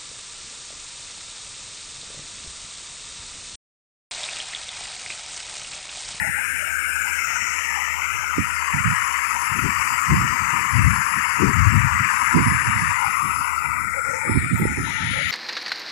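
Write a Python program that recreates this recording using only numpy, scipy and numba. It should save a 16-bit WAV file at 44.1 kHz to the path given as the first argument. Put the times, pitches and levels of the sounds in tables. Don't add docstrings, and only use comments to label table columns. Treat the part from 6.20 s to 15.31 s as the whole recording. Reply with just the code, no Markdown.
import sys
import numpy as np
from scipy import signal
from scipy.fft import rfft, irfft, next_fast_len
from scipy.io import wavfile
from scipy.ndimage import uniform_filter1d
from numba import njit

SR = 44100
rng = np.random.default_rng(int(sys.argv[2]) if len(sys.argv) > 2 else 0)


def log_audio(samples):
    frames = np.atleast_2d(samples).T
    limited = np.clip(frames, -1, 1)
    pcm = np.round(limited * 32767).astype(np.int16)
    wavfile.write(sys.argv[1], SR, pcm)


N = 401751
SHAFT_HZ = 17.5
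FRAME = 512
HOP_S = FRAME / 2 / SR
BIN_HZ = np.arange(FRAME // 2 + 1)[:, None] * SR / FRAME
# time_s, treble_db, top_db
UPPER_LEVELS = [(0, -38.5, -47.5), (1.0, -37, -45.5), (1.2, -35.5, -51), (1.9, -40, -49),
                (2.45, -39.5, -52), (3.2, -38.5, -48), (3.8, -37, -46.5), (4.4, -38, -49.5),
                (6.1, -38, -50.5), (6.5, -39, -54.5), (7, -41.5, -48.5), (7.6, -44, -53),
                (7.95, -39.5, -55.5), (8.3, -41.5, -59), (8.7, -42.5, -56), (8.9, -45.5, -82),
                (9.11, -42, -78)]


def amp(db):
    return 10 ** (np.asarray(db) / 20)


def unit(x):
    return x / np.sqrt(np.mean(x ** 2))


def columns(table, t):
    times, *curves = np.transpose(table)
    return [np.interp(t, times, curve) for curve in curves]


def colour(points, hz=BIN_HZ):
    freq_hz, db = np.transpose(points)
    return np.interp(np.log(hz + 1e-9), np.log(freq_hz), db, left=-120, right=-120)


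def bell(centre_hz, width_hz):
    return np.exp(-((BIN_HZ - centre_hz) / width_hz) ** 2)


def walk(rate_hz, count=N, step_s=1 / SR, rows=1):
    hold = max(int(1 / (rate_hz * step_s)), 1)
    steps = np.repeat(rng.standard_normal((rows, count // hold + 1)), hold, axis=1)[:, :count]
    return 1.98 * uniform_filter1d(uniform_filter1d(steps, hold), hold).squeeze()


def butter(x, order, edge_hz, kind="low"):
    return signal.sosfilt(signal.butter(order, edge_hz, kind, fs=SR, output="sos"), x)


@njit
def lowpass(x, edge_hz):
    y, band, low = np.empty(len(x)), 0., 0.
    for i in range(len(x)):
        g = np.tan(np.pi * edge_hz[i] / SR)
        v = (band + g * (x[i] - low)) / (1 + g * (g + np.sqrt(2.)))
        y[i] = low + g * v
        band, low = 2 * v - band, low + 2 * g * v
    return y


def coloured(x, points, phase_rad=0):
    size = next_fast_len(N)
    gain = amp(colour(points, np.arange(size // 2 + 1) * SR / size))
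    return irfft(rfft(x, size) * gain * np.exp(1j * phase_rad), size)[:N]


def shaped_noise(shape_db, level_db, flicker_db):
    spectrum = signal.stft(rng.standard_normal(N), SR, nperseg=FRAME)[2]
    bins, frames = spectrum.shape
    patches = uniform_filter1d(walk(28, frames, HOP_S, rows=bins), size=2, axis=0) * np.sqrt(2)
    gain = amp(shape_db + flicker_db * patches)
    gain = gain / np.sqrt(np.mean(gain ** 2, axis=0)) * amp(level_db)
    return signal.istft(spectrum * gain, SR, nperseg=FRAME)[1][:N]


def engines(t):
    # pitch_hz, level_db
    firing = [(70, -52), (75, -40), (87.5, -52), (150, -59.5), (175, -56.5), (300, -58), (315, -57.5)]
    # freq_hz, density_db
    rumble = [(20, -22), (60, 8), (100, 1), (200, 4), (300, 6.5), (450, 7), (700, -3), (1500, -33),
              (5000, -69)]
    tones = np.zeros(N)
    for pitch_hz, level_db in firing:
        peak = np.sqrt(2) * amp(level_db + 1.3 * walk(3.16))
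        tones += peak * np.sin(2 * np.pi * (pitch_hz * t + rng.random()))
    return tones + amp(-49.5) * unit(coloured(rng.standard_normal(N), rumble))


def ticks():
    # start_s, level_db
    clicks = [(1.0, -32), (1.0455, -27), (1.069, -27), (1.119, -31), (1.248, -29), (8.344, -30),
              (8.379, -25)]
    out = np.zeros(N)
    decay = np.exp(-np.arange(220) / SR / .0006)
    for start_s, level_db in clicks:
        start = int(start_s * SR)
        out[start:start + len(decay)] += amp(level_db) * rng.standard_normal(len(decay)) * decay
    return butter(out, 3, 5000, "high")


def blips(t):
    # centre_s, length_s, pitch_hz, level_db
    swells = [(0.028, .14, 848, -37), (1.6, .06, 830, -38), (1.767, 0.056, 940, -38),
              (6.86, 0.076, 829, -35.5), (7.778, 0.076, 530, -40.5), (7.92, 0.14, 518, -37.5),
              (8.048, 0.26, 900, -38.5), (8.07, 0.068, 529, -37), (8.444, 0.16, 877, -41.5),
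              (8.825, 0.14, 886, -41), (8.98, .08, 540, -37)]
    width_hz = 90
    real, imag = butter(rng.standard_normal((2, N)), 3, width_hz / 2)
    grain = (real + 1j * imag) / np.std(real)
    out = np.zeros(N)
    for centre_s, length_s, pitch_hz, level_db in swells:
        at = slice(max(int((centre_s - length_s) * SR), 0), int((centre_s + length_s) * SR))
        swell = np.exp(-(2 * (t[at] - centre_s) / length_s) ** 4)
        out[at] += amp(level_db) * swell * np.real(grain[at] * np.exp(2j * np.pi * pitch_hz * t[at]))
    return out


def whine(t):
    # time_s, pitch_hz
    pitch = [(0, 10555), (2.5, 10542), (5.5, 10541), (7.5, 10517), (9.11, 10494)]
    # time_s, level_db
    level = [(0, -45), (.85, -44), (1.15, -55), (1.4, -45), (2.0, -49), (2.65, -42), (3.4, -41), (3.9, -43),
             (4.15, -48.5), (4.75, -41), (5.2, -41), (5.7, -48), (6.05, -38.5), (6.2, -44), (6.45, -40),
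             (7.3, -40), (7.52, -49), (7.75, -43), (7.93, -51), (8.15, -41), (8.35, -52), (8.47, -43),
             (8.83, -49), (8.96, -41), (9.11, -50)]
    pitch_hz = columns(pitch, t)[0] + 3 * walk(30)
    phase = 2 * np.pi * np.cumsum(pitch_hz) / SR
    waver = (1 + .25 * np.cos(2 * np.pi * SHAFT_HZ * t)) * amp(1.6 * walk(14))
    skirt = unit(butter(rng.standard_normal(N), 4, 120))
    tone = (waver + amp(-8) * skirt) * np.sin(phase)
    sub_octave = amp(-14.5) * (waver + skirt / 2) * np.sin(phase / 2)
    return np.sqrt(2) * amp(columns(level, t)[0]) * (tone + sub_octave)


def slaps(t):
    # centre_s, peak_db, sigma_ms
    pulses = [(2.184, -7, 0.87), (8.097, -6.5, 0.93), (8.174, -9, 1.15), (8.4, -13, 0.94),
              (8.455, -3.5, 0.82)]
    out = np.zeros(N)
    for centre_s, peak_db, sigma_ms in pulses:
        u = (t - centre_s) * 1000 / sigma_ms
        out -= amp(peak_db) * (1 - u ** 2) * np.exp(-u ** 2 / 2)
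    return out


def gusts(t):
    # time_s, left_db, right_db
    breeze = [(0, -60, -59.5), (3.0, -59, -59), (3.5, -44, -48), (5.9, -43, -45.5), (7.3, -46, -51.5),
              (7.8, -41.5, -48), (9.11, -43, -40.5)]
    # port, full_strength_s, hold_s, level_db, flutter_edge_hz
    strikes = [("R", 0.0, 0.0044, -24, 300), ("R", 1.95, 0.0092, -34, 160), ("R", 2.178, 0.013, -19, 340),
               ("R", 2.545, 0.046, -22, 207), ("R", 2.655, 0.031, -18.5, 220), ("L", 3.31, 0.076, -24, 360),
               ("L", 3.45, 0.072, -22, 300), ("R", 3.89, 0.12, -18.5, 213), ("L", 3.905, 0.015, -14.5, 420),
               ("L", 4.0, .01, -21, 344), ("L", 4.2, .02, -28.5, 385), ("R", 5.2, .02, -25.5, 250),
               ("L", 4.33, .02, -28, 460), ("L", 4.54, 0.052, -11.5, 230), ("L", 4.635, 0.038, -11, 257),
               ("L", 4.96, 0.016, -28.5, 290), ("L", 5.2, .09, -14, 474), ("L", 5.35, 0.11, -12, 250),
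               ("L", 5.53, 0.098, -10, 202), ("R", 5.72, 0.073, -25, 215), ("L", 5.8, .01, -25.5, 304),
               ("R", 6.15, 0.13, -9.5, 395), ("R", 6.475, .03, -16, 226), ("R", 6.622, 0.0036, -18.5, 220),
               ("L", 8.4, 0.06, -27, 450), ("R", 8.075, 0.085, -15.5, 450), ("L", 8.21, .01, -26, 380),
               ("R", 8.22, 0.024, -22.5, 380), ("R", 8.308, 0.0065, -16, 390), ("R", 8.4, 0.07, -16.5, 473),
               ("R", 8.575, .03, -22.5, 470), ("L", 8.6, 0.01, -26, 450), ("R", 8.8, .12, -26, 300),
               ("L", 8.8, .14, -33, 450)]
    rise_db_per_s, fall_db_per_s, sag_per_s = 900, 173, 2.17
    strength_db = np.array(columns(breeze, t)) + 4 * walk(14, rows=2)
    top_hz = np.full((2, N), 335.)
    for port, full_s, hold_s, level_db, edge_hz in strikes:
        span = slice(max(int((full_s - .1) * SR), 0), int((full_s + hold_s + .4) * SR))
        at = "LR".index(port), span
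        age_s = t[span] - full_s
        gust_db = level_db - rise_db_per_s * np.maximum(-age_s, 0)
        gust_db -= fall_db_per_s * np.maximum(age_s - hold_s, 0)
        sagging_hz = edge_hz * np.exp(-sag_per_s * np.maximum(age_s, 0))
        top_hz[at] = np.where(gust_db > strength_db[at], sagging_hz, top_hz[at])
        strength_db[at] = np.maximum(strength_db[at], gust_db)
    return zip(strength_db, top_hz)


def wind(strength_db, top_hz, flutter_db):
    flutter_hz = np.clip(top_hz * np.exp(0.11 * walk(14)), 40, 600)
    deep, flutter = rng.standard_normal((2, N))
    deep_hz = 136 * np.exp(0.2 * walk(20))
    deep = unit(lowpass(lowpass(deep, deep_hz), 1.44 * deep_hz))
    for _ in range(4):
        flutter = lowpass(flutter, flutter_hz)
    eddies = deep + unit(flutter) * amp(flutter_db + 2.2 * walk(12))
    eddies = butter(eddies, 3, 65.6, "high")
    eddies /= np.sqrt(uniform_filter1d(eddies ** 2, int(0.0345 * SR)) + 1e-12)
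    pressure = eddies * amp(strength_db + 3 * walk(45))
    pressure = .62 * np.tanh(pressure / .62)
    dulled = lowpass(lowpass(pressure, 1.5 * top_hz), 1.5 * top_hz)
    return butter(dulled, 6, 500)


def top_hiss(frame_s):
    # freq_hz, density_db
    spectrum = [(10900, -48), (11500, -0.5), (12800, 3.5), (14300, -1.5), (15800, -22)]
    # centre_s, peak_db
    puffs = [(8.4, -41), (9.11, -46)]
    _, steady_db = columns(UPPER_LEVELS, frame_s)
    puffs_db = [peak_db - 20 * np.abs(frame_s - centre_s) / .07 for centre_s, peak_db in puffs]
    return shaped_noise(colour(spectrum), np.max([steady_db] + puffs_db, axis=0), flicker_db=3)


def gap_hiss(frame_s, body_db, fill):
    # time_s, relative_db
    level = [(7.1, -33.5), (7.7, -44), (8.0, -42), (8.17, -26), (8.55, -28), (8.66, -7), (8.9, -2)]
    # freq_hz, density_db
    sparse = [(2400, -25), (2800, 0), (3800, -3), (4300, -10), (4900, -16), (5300, -40)]
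    # freq_hz, density_db
    filled = [(1620, -20), (1750, 9), (2400, 1), (3900, -3), (4300, -11), (5200, -20)]
    relative_db = columns(level, frame_s)[0] + (1 - fill) * walk(2.51, len(frame_s), HOP_S)
    shape_db = np.where(fill > .3, colour(filled), colour(sparse))
    return shaped_noise(shape_db, body_db + relative_db, flicker_db=3.2 - 2 * fill)


def treble_hiss(frame_s, away, fill, edge_hz):
    # freq_hz, density_db
    facing = [(4200, -52), (4700, -13), (5500, -2.5), (6100, -14), (6500, -2), (9000, 6.5), (10800, -9)]
    # freq_hz, density_db
    turned = [(4200, -20), (4600, 2), (5600, 0), (6300, 3), (7300, 8.5), (8500, 2), (10800, -4)]
    # time_s, centre_hz, depth_db
    hollow = [(.85, 5800, 0), (.95, 5800, -5), (1.9, 5700, -6), (2.3, 5700, 0), (7.2, 6100, 0),
              (7.55, 6100, 8), (7.85, 6200, 8), (7.95, 5700, -6), (8.15, 6350, 30), (8.45, 5770, 9),
              (8.55, 6500, -6), (8.6, 8100, 17), (9.0, 8130, 22)]
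    early = np.clip(2.8 * away, 0, 1)
    blend = np.maximum(early, fill)
    shape_db = (1 - blend) * colour(facing) + blend * colour(turned)
    shape_db -= 22 * (early - away) / (1 + (BIN_HZ / 5080) ** 30)
    shape_db -= 0.037 * np.maximum(BIN_HZ - edge_hz, 0)
    hollow_hz, depth_db = columns(hollow, frame_s)
    shape_db -= depth_db * bell(hollow_hz, width_hz=770)
    level_db = columns(UPPER_LEVELS, frame_s)[0] + 0.37 * walk(6, len(frame_s), HOP_S)
    return shaped_noise(shape_db, level_db, flicker_db=2.5)


def body_hiss(frame_s, level_db, away, shadow_db, edge_hz):
    # freq_hz, density_db
    facing = [(420, -34), (700, -24), (780, -27), (880, -13), (1000, -19), (1120, -39), (1240, -7.5),
              (1440, 2), (2280, 2.5), (3400, -18)]
    # freq_hz, density_db
    turned = [(600, -33.5), (760, -45), (925, -2.5), (1290, -2.5), (1530, -5.5), (2070, -4), (3400, -21.5)]
    # time_s, centre_hz, lift_db
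    ring = [(0, 1720, 4), (.45, 1610, 5), (1.1, 1380, 5), (1.6, 1100, 5), (2.0, 1290, 2.5), (2.4, 1330, 2),
            (6.6, 1290, 2), (7.2, 1270, 8), (8.0, 1360, 6)]
    shape_db = (1 - away) * colour(facing) + away * colour(turned) - shadow_db
    shape_db -= 0.06 * np.maximum(BIN_HZ - edge_hz, 0)
    ring_hz, lift_db = columns(ring, frame_s)
    shape_db += lift_db * bell(ring_hz, width_hz=170)
    flicker_db = 1.43 + (5.5 - 4.2 * away) / (1 + (BIN_HZ / 1150) ** 8)
    return shaped_noise(shape_db, level_db, flicker_db)


def rush(t):
    # time_s, level_db
    level = [(0, -26), (.4, -28), (.9, -26), (1.5, -27.5), (2.3, -27.5), (2.7, -24), (3.2, -26), (3.8, -24),
             (5, -24), (6.1, -22.5), (6.6, -23.5), (7.4, -26.5), (8.15, -28), (8.6, -31), (8.9, -29),
             (9.11, -28)]
    # time_s, away_fraction, notch_hz, notch_depth_db
    turn = [(0, 0, 1940, -9), (.75, 0.12, 1920, 23), (1.15, 0.39, 1700, 9), (1.6, 0.64, 1480, 20),
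            (2, 0.56, 1890, 20), (2.35, 0.9, 1570, 4), (3, 0.95, 1584, 7), (6.6, 1, 1550, -0.5),
            (7.3, 0.92, 1740, 35), (7.75, 0.37, 1690, 18), (8.45, 0.2, 1600, 15), (8.65, .25, 1570, 12),
            (9.11, 0, 1550, 14)]
    # time_s, body_hz, treble_hz
    edges = [(0, 2890, 10800), (1.6, 3050, 8280), (2.35, 2970, 8940), (6.3, 2880, 8380), (6.6, 2900, 10700),
             (7.3, 2800, 10800), (7.75, 2290, 9300), (8.55, 2500, 9900), (8.65, 2300, 10300)]
    harmonics = [(1, 0.1), (2, 0.09)]
    frame_s = np.arange(int(np.ceil(N / (FRAME // 2))) + 1) * HOP_S
    body_db = columns(level, frame_s)[0]
    away, notch_hz, notch_db = columns(turn, frame_s)
    body_hz, treble_hz = columns(edges, frame_s)
    shadow_db = notch_db * bell(notch_hz, width_hz=140)
    fill = np.interp(frame_s, [8.46, 8.8], [0, 1])
    throb = 1 + sum(depth * np.cos(2 * np.pi * (k * SHAFT_HZ * t + rng.random()))
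                    for k, depth in harmonics)
    body = throb * body_hiss(frame_s, body_db, away, shadow_db, body_hz)
    treble = throb ** 0.72 * treble_hiss(frame_s, away, fill, treble_hz)
    return body + treble + gap_hiss(frame_s, body_db, fill) + top_hiss(frame_s)


def covered_port(sound):
    # freq_hz, gain_db
    response = [(20, -2), (200, -4.5), (380, -8), (600, -14), (900, -21.5), (1500, -35), (2600, -60),
                (10500, -33), (16000, -49)]
    # freq_hz, density_db
    spectrum = [(30, -4), (200, -12.5), (700, -7), (1500, -12), (3000, -20.5), (5000, -27.5), (15000, -52)]
    hiss = amp(-50.5) * unit(coloured(rng.standard_normal(N), spectrum))
    return coloured(sound, response, phase_rad=2.8) + hiss


def scene():
    t = np.arange(N) / SR
    left = amp(6) * (rush(t) + whine(t) + ticks() + blips(t)) + engines(t)
    right = covered_port(left)
    left_gusts, right_gusts = gusts(t)
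    left_wind = wind(*left_gusts, flutter_db=-8)
    right_wind = wind(*right_gusts, flutter_db=-3) + slaps(t)
    return np.array([left + left_wind - amp(-24) * right_wind,
                     right + right_wind - amp(-26) * left_wind])


def record(dry):
    thin = butter(dry, 2, 62.6, "high")
    return signal.sosfilt(signal.ellip(10, .2, 80, 15700, fs=SR, output="sos"), thin)


dry = scene()
out = record(dry)
log_audio(out)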